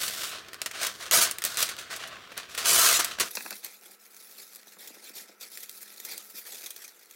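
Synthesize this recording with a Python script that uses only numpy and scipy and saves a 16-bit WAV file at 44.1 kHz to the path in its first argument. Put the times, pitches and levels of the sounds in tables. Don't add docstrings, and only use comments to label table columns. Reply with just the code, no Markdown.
import sys
import numpy as np
from scipy import signal
from scipy.fft import rfft, irfft
from scipy.io import wavfile
from scipy.ndimage import uniform_filter1d

SR = 44100
rng = np.random.default_rng(int(sys.argv[2]) if len(sys.argv) > 2 else 0)


def materialize(psi):
    bounded = np.clip(np.atleast_2d(psi).T, -1, 1)
    quanta = np.round(bounded * 32767).astype(np.int16)
    wavfile.write(sys.argv[1], SR, quanta)


N = 315590

# frequency in Hz, density in dB per Hz.
AIR_SPECTRUM = [(25, -60), (60, -33), (110, -10.5), (200, -16), (300, 1.5), (440, 9.5), (620, -1),
                (1050, -0.5), (1400, 6.5), (2200, -1), (3000, -4), (4000, -53), (8000, -11), (16000, -3)]
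KNOCK_SPECTRUM = [(30, -63), (60, -49), (130, -19), (220, 2), (600, -4), (1700, -1.5), (2200, -7),
                  (2600, 6), (2950, -25), (4000, -1), (8000, 3), (16000, -34)]
SWISH_SPECTRUM = [(100, -63), (400, -2), (1000, -11), (1400, -4), (2000, 2), (2500, 3.5), (2900, -6.5),
                  (3500, 3), (5600, 4), (8800, 2), (12000, 6), (16000, 3.5)]
RUB_SPECTRUM = [(30, -64), (60, -43), (110, -24), (190, -2), (450, 2.5), (650, 0), (850, 1), (1100, -14),
                (2500, -55)]
SNAP_SPECTRUM = [(50, -18.5), (250, -17), (600, -8.5), (850, -12.5), (1600, -1.5), (3500, 1), (8000, 2),
                 (16000, -3.5)]
SHEET_SPECTRUM = [(100, -35), (250, -17), (400, -12.5), (680, -3.5), (850, -12), (1100, -2.5), (1500, 0),
                  (2200, -4), (3500, -2.5), (6000, -6.5), (9000, -11), (12000, -15.5), (16000, -18)]
PUFF_SPECTRUM = [(20, -30), (40, -25), (65, 0), (120, 2), (250, -1.5), (450, 5), (1000, -68), (3000, -60)]
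RIP_SPECTRUM = [(30, -40), (60, -15.5), (250, -12), (450, -1.5), (720, -16.5), (840, -11), (1000, -4.5),
                (1300, 1), (1600, 2), (2200, -2), (3500, 0.5), (6000, 1), (9000, -1), (11000, -4),
                (16000, -10)]

# frequency in Hz, level before the fade in dB, rms waver in Hz.
HUM_TONES = [(207, -74.5, 2.5), (1320, -71, 4.97)]
# time in seconds, gain in dB.
HUM_FADE = [(0, -9.5), (6.3, -0.5), (6.8, -12)]
# frequency in Hz, t60 in seconds.
ROOM_DECAY = [(200, 0.24), (700, 0.19), (2000, 0.1), (6000, 0.2), (15000, 0.15)]
# time in seconds, level in dB, knock pitch in Hz.
KNOCKS = [(3.3706, -30.5, 1960), (3.4066, -40, 1720), (3.4519, -46, 600), (3.4607, -38.5, 1147),
          (3.5073, -39.5, 2300), (3.518, -43, 780), (3.527, -40.5, 2600), (3.648, -56, 900),
          (4.669, -55, 400), (4.768, -53, 448), (4.901, -54.5, 350), (4.966, -55, 447), (5.098, -54.5, 330),
          (5.292, -53.5, 516), (6.11, -67, 300), (6.34, -57, 200)]
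# time in seconds, level in dB, crack length in seconds.
LARGE_POPS = [(3.3115, -37.5, 0.0039), (3.3527, -29.5, 0.0041), (3.5068, -34.5, 0.0018),
              (3.646, -33.5, 0.0036), (4.5488, -46, 0.0031), (4.5587, -42, 0.0028), (4.8744, -39, 0.0067),
              (5.0936, -43, 0.0044), (5.41, -39, 0.0085), (5.574, -37, 0.0012), (5.632, -36.5, 0.0056),
              (5.6948, -37, 0.0007), (5.829, -40, 0.0036), (5.981, -51, 0.0005), (6.0, -38.5, 0.0035),
              (6.05, -34, 0.004), (6.1345, -40, 0.003), (6.179, -33.5, 0.0018), (6.661, -33.5, 0.0078),
              (6.705, -36, 0.0059), (6.763, -39.5, 0.0031), (7.111, -44, 0.00072)]
# start in seconds, length in seconds, level in dB,
# treble over body in dB, level of the low rub in dB.
SWEEPS = [(3.273, 0.32, -52.5, 8, -62.5), (3.625, 0.05, -44.5, 3.5, -58.5), (3.69, 0.1, -62, 10, -71),
          (3.804, 0.14, -58.5, 7, -63.5), (3.984, 0.1, -63, 9.5, -76), (4.09, 0.47, -59.5, 9, -70.5),
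          (4.367, 0.059, -54.5, 4, -73), (4.494, 0.17, -60, 4, -70), (4.65, 0.12, -61.5, 6.5, -72),
          (4.776, 0.13, -53.5, 5, -62), (4.922, 0.084, -56.5, 3, -65), (5.008, 0.11, -52.5, 4, -66),
          (5.135, 0.084, -47.5, 6.5, -59.5), (5.224, 0.12, -60.5, 0, -66), (5.395, 0.071, -50, 4, -64),
          (5.497, 0.15, -52, 9, -68), (5.68, 0.16, -58.5, 11.5, -72), (5.82, 0.34, -58, 6.5, -69),
          (6.034, 0.15, -47, 5, -58), (6.208, 0.13, -61.5, 12.5, -67.5), (6.337, 0.08, -51, 9.5, -76),
          (6.442, 0.25, -49, 7, -64), (6.716, 0.18, -55, 5.5, -69), (6.87, 0.19, -64, 7, -73),
          (7.082, 0.081, -62.5, 9, -73)]
# time in seconds, level in dB,
# treble over body in dB, crack length in seconds.
SNAPS = [(0.0337, -27.5, 1, 0.0023), (0.08, -29, -2, 0.005), (0.2341, -30, -6.5, 0.0067),
         (0.485, -42.5, -14, 0.0015), (0.5322, -38, -9, 0.002), (0.544, -39.5, -6, 0.00091),
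         (0.617, -26.5, -2, 0.002), (0.6608, -26, -5.5, 0.0055), (0.7124, -35, -8, 0.0037),
         (0.8317, -26, -3, 0.004), (0.8685, -25.5, 4, 0.0041), (1.1116, -19.5, -1.5, 0.0019),
         (1.312, -24.5, 28, 0.00069), (1.3851, -30.5, -3, 0.00057), (1.42, -30.5, -5, 0.0049),
         (1.4399, -25, 5, 0.0005), (1.4502, -21, 24, 0.0022), (1.5718, -26, 0, 0.0018),
         (1.6267, -19, 4, 0.0047), (1.6896, -28, -5.5, 0.012), (1.7666, -42, -4, 0.0013),
         (1.962, -34.5, -2, 0.0065), (2.075, -41, -2, 0.008), (2.318, -41.5, -15, 0.0093),
         (2.3776, -31.5, 1, 0.00097), (2.5494, -34.5, -5, 0.004), (2.577, -24.5, -5, 0.015),
         (3.0458, -22.5, 9, 0.0034), (3.1859, -33, -13, 0.006), (3.199, -21.5, 0, 0.0095)]
# start in seconds, length in seconds, level in dB, treble over body in dB.
SWINGS = [(-0.05, 0.15, -36.5, 5), (0.1, 0.2, -38.5, 3.5), (0.3, 0.09, -42, -7.5), (0.725, 0.16, -39.5, -4),
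          (0.8, 0.067, -34.5, 1), (0.89, 0.12, -57, 6.5), (0.985, 0.081, -40, -2.5),
          (1.24, 0.048, -33.5, -2), (1.438, 0.03, -32, 3.5), (1.49, 0.072, -41.5, 0.5),
          (1.565, 0.08, -31, 3.5), (1.7, 0.026, -40.5, -5), (1.772, 0.046, -41.5, -1),
          (1.893, 0.05, -36.5, -2.5), (1.98, 0.082, -41.5, -8.5), (2.085, 0.097, -44.5, -16),
          (2.2, 0.032, -65, -19), (2.36, 0.043, -38, -6), (2.48, 0.1, -49, -1.5),
          (2.565, 0.082, -34.5, -1.5), (3.01, 0.12, -39, -3.5), (3.215, 0.12, -46.5, 4)]
# start in seconds, length in seconds, level in dB, treble over body in dB.
RIPS = [(1.11, 0.086, -23, 5.5), (1.2, 0.045, -24.5, 6.5), (2.642, 0.33, -25, 6),
        (2.985, 0.025, -25.5, 4.5), (3.195, 0.017, -22, 2.5)]
# frequency in Hz, width in Hz, lift in dB.
CARTON_MODES = [(688, 123, 19), (958, 19, 13), (1113, 27, 3.5), (1220, 33, 9.5), (1360, 22, 6.5),
                (1404, 14, -4.5), (3030, 37, 10.5)]

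TIME = np.arange(N) / SR
TAPS = 2048
HZ = np.fft.rfftfreq(TAPS, 1 / SR)
SPLIT_HZ = 4500
EDGE_HZ = 16000
CRACK_S = 0.005
SECOND_SCENE_S = 3.285

SWING_RISE_S, SWING_ARCH_DB, SWING_FALL_DB_PER_S, SWING_DULLING = 0.017, 3, 217, 0.3
RIP_RISE_S, RIP_ARCH_DB, RIP_FALL_DB_PER_S, RIP_DULLING = 0.014, 3.5, 355, 0.7
SWEEP_RISE_S, SWEEP_ARCH_DB, SWEEP_FALL_DB_PER_S, SWEEP_DULLING = 0.02, 4, 264, 0.11
HELD_DB, HELD_CRISP_DB = -51, -13.5
LYING_DB, LYING_CRISP_DB = -77, -2
FAN_DB, FAN_SHARE = -44, 0.35
CRINKLE_DB = -9
POPS_PER_S, POP_S = 32, 0.001
POP_DB, POP_SPREAD_DB = 5.5, 3.5
POP_CEILING_DB = -58
SOFTNESS_DB_PER_OCT = 11
DRUM_START_S, DRUM_LENGTH_S, DRUM_DB = 2.76, 0.13, -29.5
DRUM_HZ, DRUM_WIDTH_HZ = 1340, 160


def amp(db):
    return 10 ** (np.asarray(db) / 20)


def unit(x):
    return x / np.sqrt(np.mean(x ** 2) + 1e-20)


def read(points, hz=HZ):
    f, value = np.transpose(points)
    return np.interp(np.log(hz + 1), np.log(f), value)


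def add(mix, s, sound):
    part = mix[max(round(s * SR), 0):][:len(sound)]
    part += sound[:len(part)]


def colour(x, db):
    log_gain = np.log(amp(np.r_[db, db[-2:0:-1]]))
    ring = np.fft.ifft(np.exp(np.conj(signal.hilbert(log_gain)))).real
    return signal.oaconvolve(x, ring / np.linalg.norm(ring))[:len(x)]


def wander(rate, size=N):
    f = np.fft.rfftfreq(size, 1 / SR)
    spectrum = rfft(rng.standard_normal(size)) * np.exp(-(f / rate) ** 2)
    return unit(irfft(spectrum, size))


def grains(per_s, spread_db, hiss_db, clump_db, clump_rate):
    size = amp(spread_db * np.minimum(rng.exponential(1, N), 3))
    clicks = size * rng.choice([-1, 1], N) * (rng.random(N) < per_s / SR)
    mixed = unit(clicks) + amp(hiss_db) * rng.standard_normal(N)
    return unit(mixed * amp(clump_db * wander(clump_rate)))


def scatter(x, t60, wet_db):
    keep = np.exp(-2 * np.log(1000) / (t60 * SR))
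    power = signal.lfilter([1 - keep], [1, -keep], x ** 2)
    return x + amp(wet_db) * np.sqrt(power) * rng.standard_normal(len(x))


def crisp(x, crisp_db, lowest_hz):
    hz, t, z = signal.stft(x, SR, nperseg=256)
    power = np.mean(abs(z) ** 2, axis=1, keepdims=True)
    body, treble = (hz > lowest_hz) & (hz < SPLIT_HZ), hz >= SPLIT_HZ
    present_db = 10 * np.log10(power[treble].sum() / power[body].sum())
    excess_db = np.interp(t, TIME, crisp_db) - present_db
    tilt = amp(0.38 * np.log2(1 + (hz[:, None] / 3500) ** 2) * excess_db)
    tilt /= np.sqrt((power * tilt ** 2)[body].sum(0) / power.sum())
    return signal.istft(z * tilt, SR, nperseg=256)[1][:N] / np.std(x)


def flex(x, patchy_db, width_hz, hold):
    hz, t, z = signal.stft(x, SR, nperseg=512, noverlap=384)
    field = rng.standard_normal(z.shape)
    for axis, span in enumerate((width_hz / hz[1], hold / t[1])):
        field = uniform_filter1d(field, max(round(span), 1), axis)
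    patched = z * amp(patchy_db * unit(field))
    return unit(signal.istft(patched, SR, nperseg=512, noverlap=384)[1][:N])


def strokes(rows, rise_s, arch_db, fall_db_per_s, dulling, rest_db=-120, rest_crisp_db=0):
    body, treble = amp(rest_db) ** 2, amp(rest_db + rest_crisp_db) ** 2
    clock = TIME[::32]
    for start, length, db, crisp_db in rows:
        t = clock - start
        arch = (2 * np.clip(t / length, 0, 1) - 1) ** 2
        fall = fall_db_per_s * np.maximum(t - length, 0)
        speed = np.clip(t / rise_s, 0, 1) * amp(-arch_db * arch - fall)
        body = body + (amp(db) * speed) ** 2
        treble = treble + (amp(db + crisp_db) * speed ** (1 + abs(dulling))) ** 2
    return [np.interp(TIME, clock, 10 * np.log10(power)) for power in (body, treble / body)]


def first_scene():
    return np.exp(-np.maximum(TIME - SECOND_SCENE_S, 0) / 0.0031)


def crack(length):
    t = np.arange(TAPS * 4) / SR
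    envelope = np.exp(-t / max(length, 1 / SR)) + 0.26 * np.exp(-t / 0.00015)
    burst = rng.standard_normal(len(t)) * envelope
    return burst / np.linalg.norm(burst) * np.sqrt(CRACK_S * SR)


def background():
    hum = np.zeros(N)
    for hz, db, waver in HUM_TONES:
        cycles = np.cumsum(hz + waver * wander(15)) / SR
        hum += amp(db) * np.sqrt(2) * np.sin(2 * np.pi * cycles)
    hum *= amp(np.interp(TIME, *np.transpose(HUM_FADE)) + 0.67 * wander(7.4))
    return hum + amp(-62.5) * colour(rng.standard_normal(N), read(AIR_SPECTRUM))


def kitchen(x):
    hz, t, z = signal.stft(rng.standard_normal(SR // 2), SR, nperseg=256)
    decay = amp(-60 * t / read(ROOM_DECAY, hz)[:, None])
    tail = signal.istft(z * decay, SR, nperseg=256)[1]
    tail = tail * np.minimum(np.arange(len(tail)) / SR / 0.01, 1)
    return signal.oaconvolve(x, tail / np.linalg.norm(tail))[:N]


def knocks():
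    out = np.zeros(N)
    f = np.fft.rfftfreq(TAPS * 2, 1 / SR)
    lag = 0.0063 * np.maximum(np.sqrt(1000 / (f + 100)) - 0.45, 0.05)
    phase = -2 * np.pi * np.cumsum(lag) * f[1]
    blow = irfft(np.exp(1j * phase)) * np.sqrt(CRACK_S * SR)
    for s, db, hz in KNOCKS:
        octaves = np.log2((HZ + 1) / hz)
        softness = SOFTNESS_DB_PER_OCT * np.maximum(octaves - 1, 0)
        focus = -2.5 * np.minimum(octaves ** 2, 2) - softness
        spread = scatter(blow, t60=0.048, wet_db=0.0)
        add(out, s, amp(db) * colour(spread, read(KNOCK_SPECTRUM) + focus))
    return out


def hands():
    shape = SWEEP_RISE_S, SWEEP_ARCH_DB, SWEEP_FALL_DB_PER_S, SWEEP_DULLING
    db, crisp_db = strokes([row[:-1] for row in SWEEPS], *shape, LYING_DB, LYING_CRISP_DB)
    rub_rows = [(start, length, rub, 0) for start, length, _, _, rub in SWEEPS]
    rub_db, _ = strokes(rub_rows, *shape)
    return db, crisp_db, rub_db


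def wrinkles():
    pops = np.zeros(N)
    for s, db, length in LARGE_POPS:
        add(pops, s, amp(db) * crack(length))
    swish_db = np.minimum(hands()[0], POP_CEILING_DB)
    size = amp(swish_db + POP_DB + POP_SPREAD_DB * rng.standard_normal(N))
    small = size * (rng.random(N) < POPS_PER_S / SR)
    pops += signal.oaconvolve(small * (1 - first_scene()), crack(POP_S))[:N]
    pops = scatter(pops, t60=0.025, wet_db=-2)
    flexed = np.std(pops) * flex(pops, patchy_db=3, width_hz=780, hold=0.047)
    return colour(flexed, read(SWISH_SPECTRUM))


def smoothing():
    db, crisp_db, rub_db = hands()
    drive = grains(per_s=2000, spread_db=2, hiss_db=6.0, clump_db=3.0, clump_rate=78)
    drive = scatter(drive, t60=0.048, wet_db=-2)
    crackle = grains(per_s=260, spread_db=3, hiss_db=-25, clump_db=3, clump_rate=60)
    drive = flex(drive, patchy_db=4.0, width_hz=500, hold=0.023) + amp(-7.5) * crackle
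    swish = amp(db) * crisp(colour(drive, read(SWISH_SPECTRUM)), crisp_db, lowest_hz=1500)
    rub = amp(rub_db) * colour(rng.standard_normal(N), read(RUB_SPECTRUM))
    return (1 - first_scene()) * (swish + rub)


def snaps():
    out = np.zeros(N)
    slope = np.tanh(np.log((HZ + 1) / 3500))
    for s, db, crisp_db, length in SNAPS:
        click = crack(length)
        shiver = scatter(click, t60=0.05, wet_db=-5) - click
        bright = read(SNAP_SPECTRUM) + crisp_db * slope
        duller = read(SNAP_SPECTRUM) + (0.24 * crisp_db - 7) * slope
        add(out, s, amp(db) * (colour(click, bright) + colour(shiver, duller)))
    return out


def waving():
    shape = SWING_RISE_S, SWING_ARCH_DB, SWING_FALL_DB_PER_S, SWING_DULLING
    db, crisp_db = strokes(SWINGS, *shape, HELD_DB, HELD_CRISP_DB)
    drive = grains(per_s=2500, spread_db=0.5, hiss_db=2.5, clump_db=2.5, clump_rate=230)
    drive = scatter(drive, t60=0.037, wet_db=4.5)
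    crinkle = grains(per_s=160, spread_db=2.5, hiss_db=-30, clump_db=2, clump_rate=40)
    crinkle = unit(scatter(crinkle, t60=0.012, wet_db=0))
    drive = flex(drive, patchy_db=1.5, width_hz=350, hold=0.11) + amp(CRINKLE_DB) * crinkle
    rustle = amp(db) * crisp(colour(drive, read(SHEET_SPECTRUM)), crisp_db, lowest_hz=300)
    puff = amp(FAN_DB + FAN_SHARE * db) * colour(rng.standard_normal(N), read(PUFF_SPECTRUM))
    return first_scene() * (rustle + puff)


def drumming():
    row = (DRUM_START_S, DRUM_LENGTH_S, DRUM_DB, 0)
    db, _ = strokes([row], rise_s=0.035, arch_db=4, fall_db_per_s=118, dulling=0)
    drive = grains(per_s=3000, spread_db=2.2, hiss_db=-5, clump_db=1.2, clump_rate=100)
    resonance = -20 * np.log10(1 + ((HZ - DRUM_HZ) / DRUM_WIDTH_HZ) ** 2)
    return amp(db) * colour(drive, resonance)


def ripping():
    db, crisp_db = strokes(RIPS, RIP_RISE_S, RIP_ARCH_DB, RIP_FALL_DB_PER_S, RIP_DULLING)
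    hollow = sum(lift / (1 + (2 * (HZ - hz) / width) ** 2) for hz, width, lift in CARTON_MODES)
    drive = grains(per_s=6000, spread_db=2.2, hiss_db=-5, clump_db=1.2, clump_rate=180)
    drive = scatter(drive, t60=0.0073, wet_db=-5.5)
    drive = flex(drive, patchy_db=3.0, width_hz=200, hold=0.035)
    return amp(db) * crisp(colour(drive, read(RIP_SPECTRUM) + hollow), crisp_db, lowest_hz=300)


def scene():
    held = waving() + ripping() + drumming() + snaps()
    lying = smoothing() + wrinkles() + knocks()
    room = kitchen(amp(-14) * held + amp(-13) * lying)
    return (held + lying + room + background())[None]


def record(dry):
    low_pass = signal.firwin(401, EDGE_HZ, window=("kaiser", 8), fs=SR)
    return signal.oaconvolve(dry, low_pass[None], "same")


dry = scene()
out = record(dry)
materialize(out)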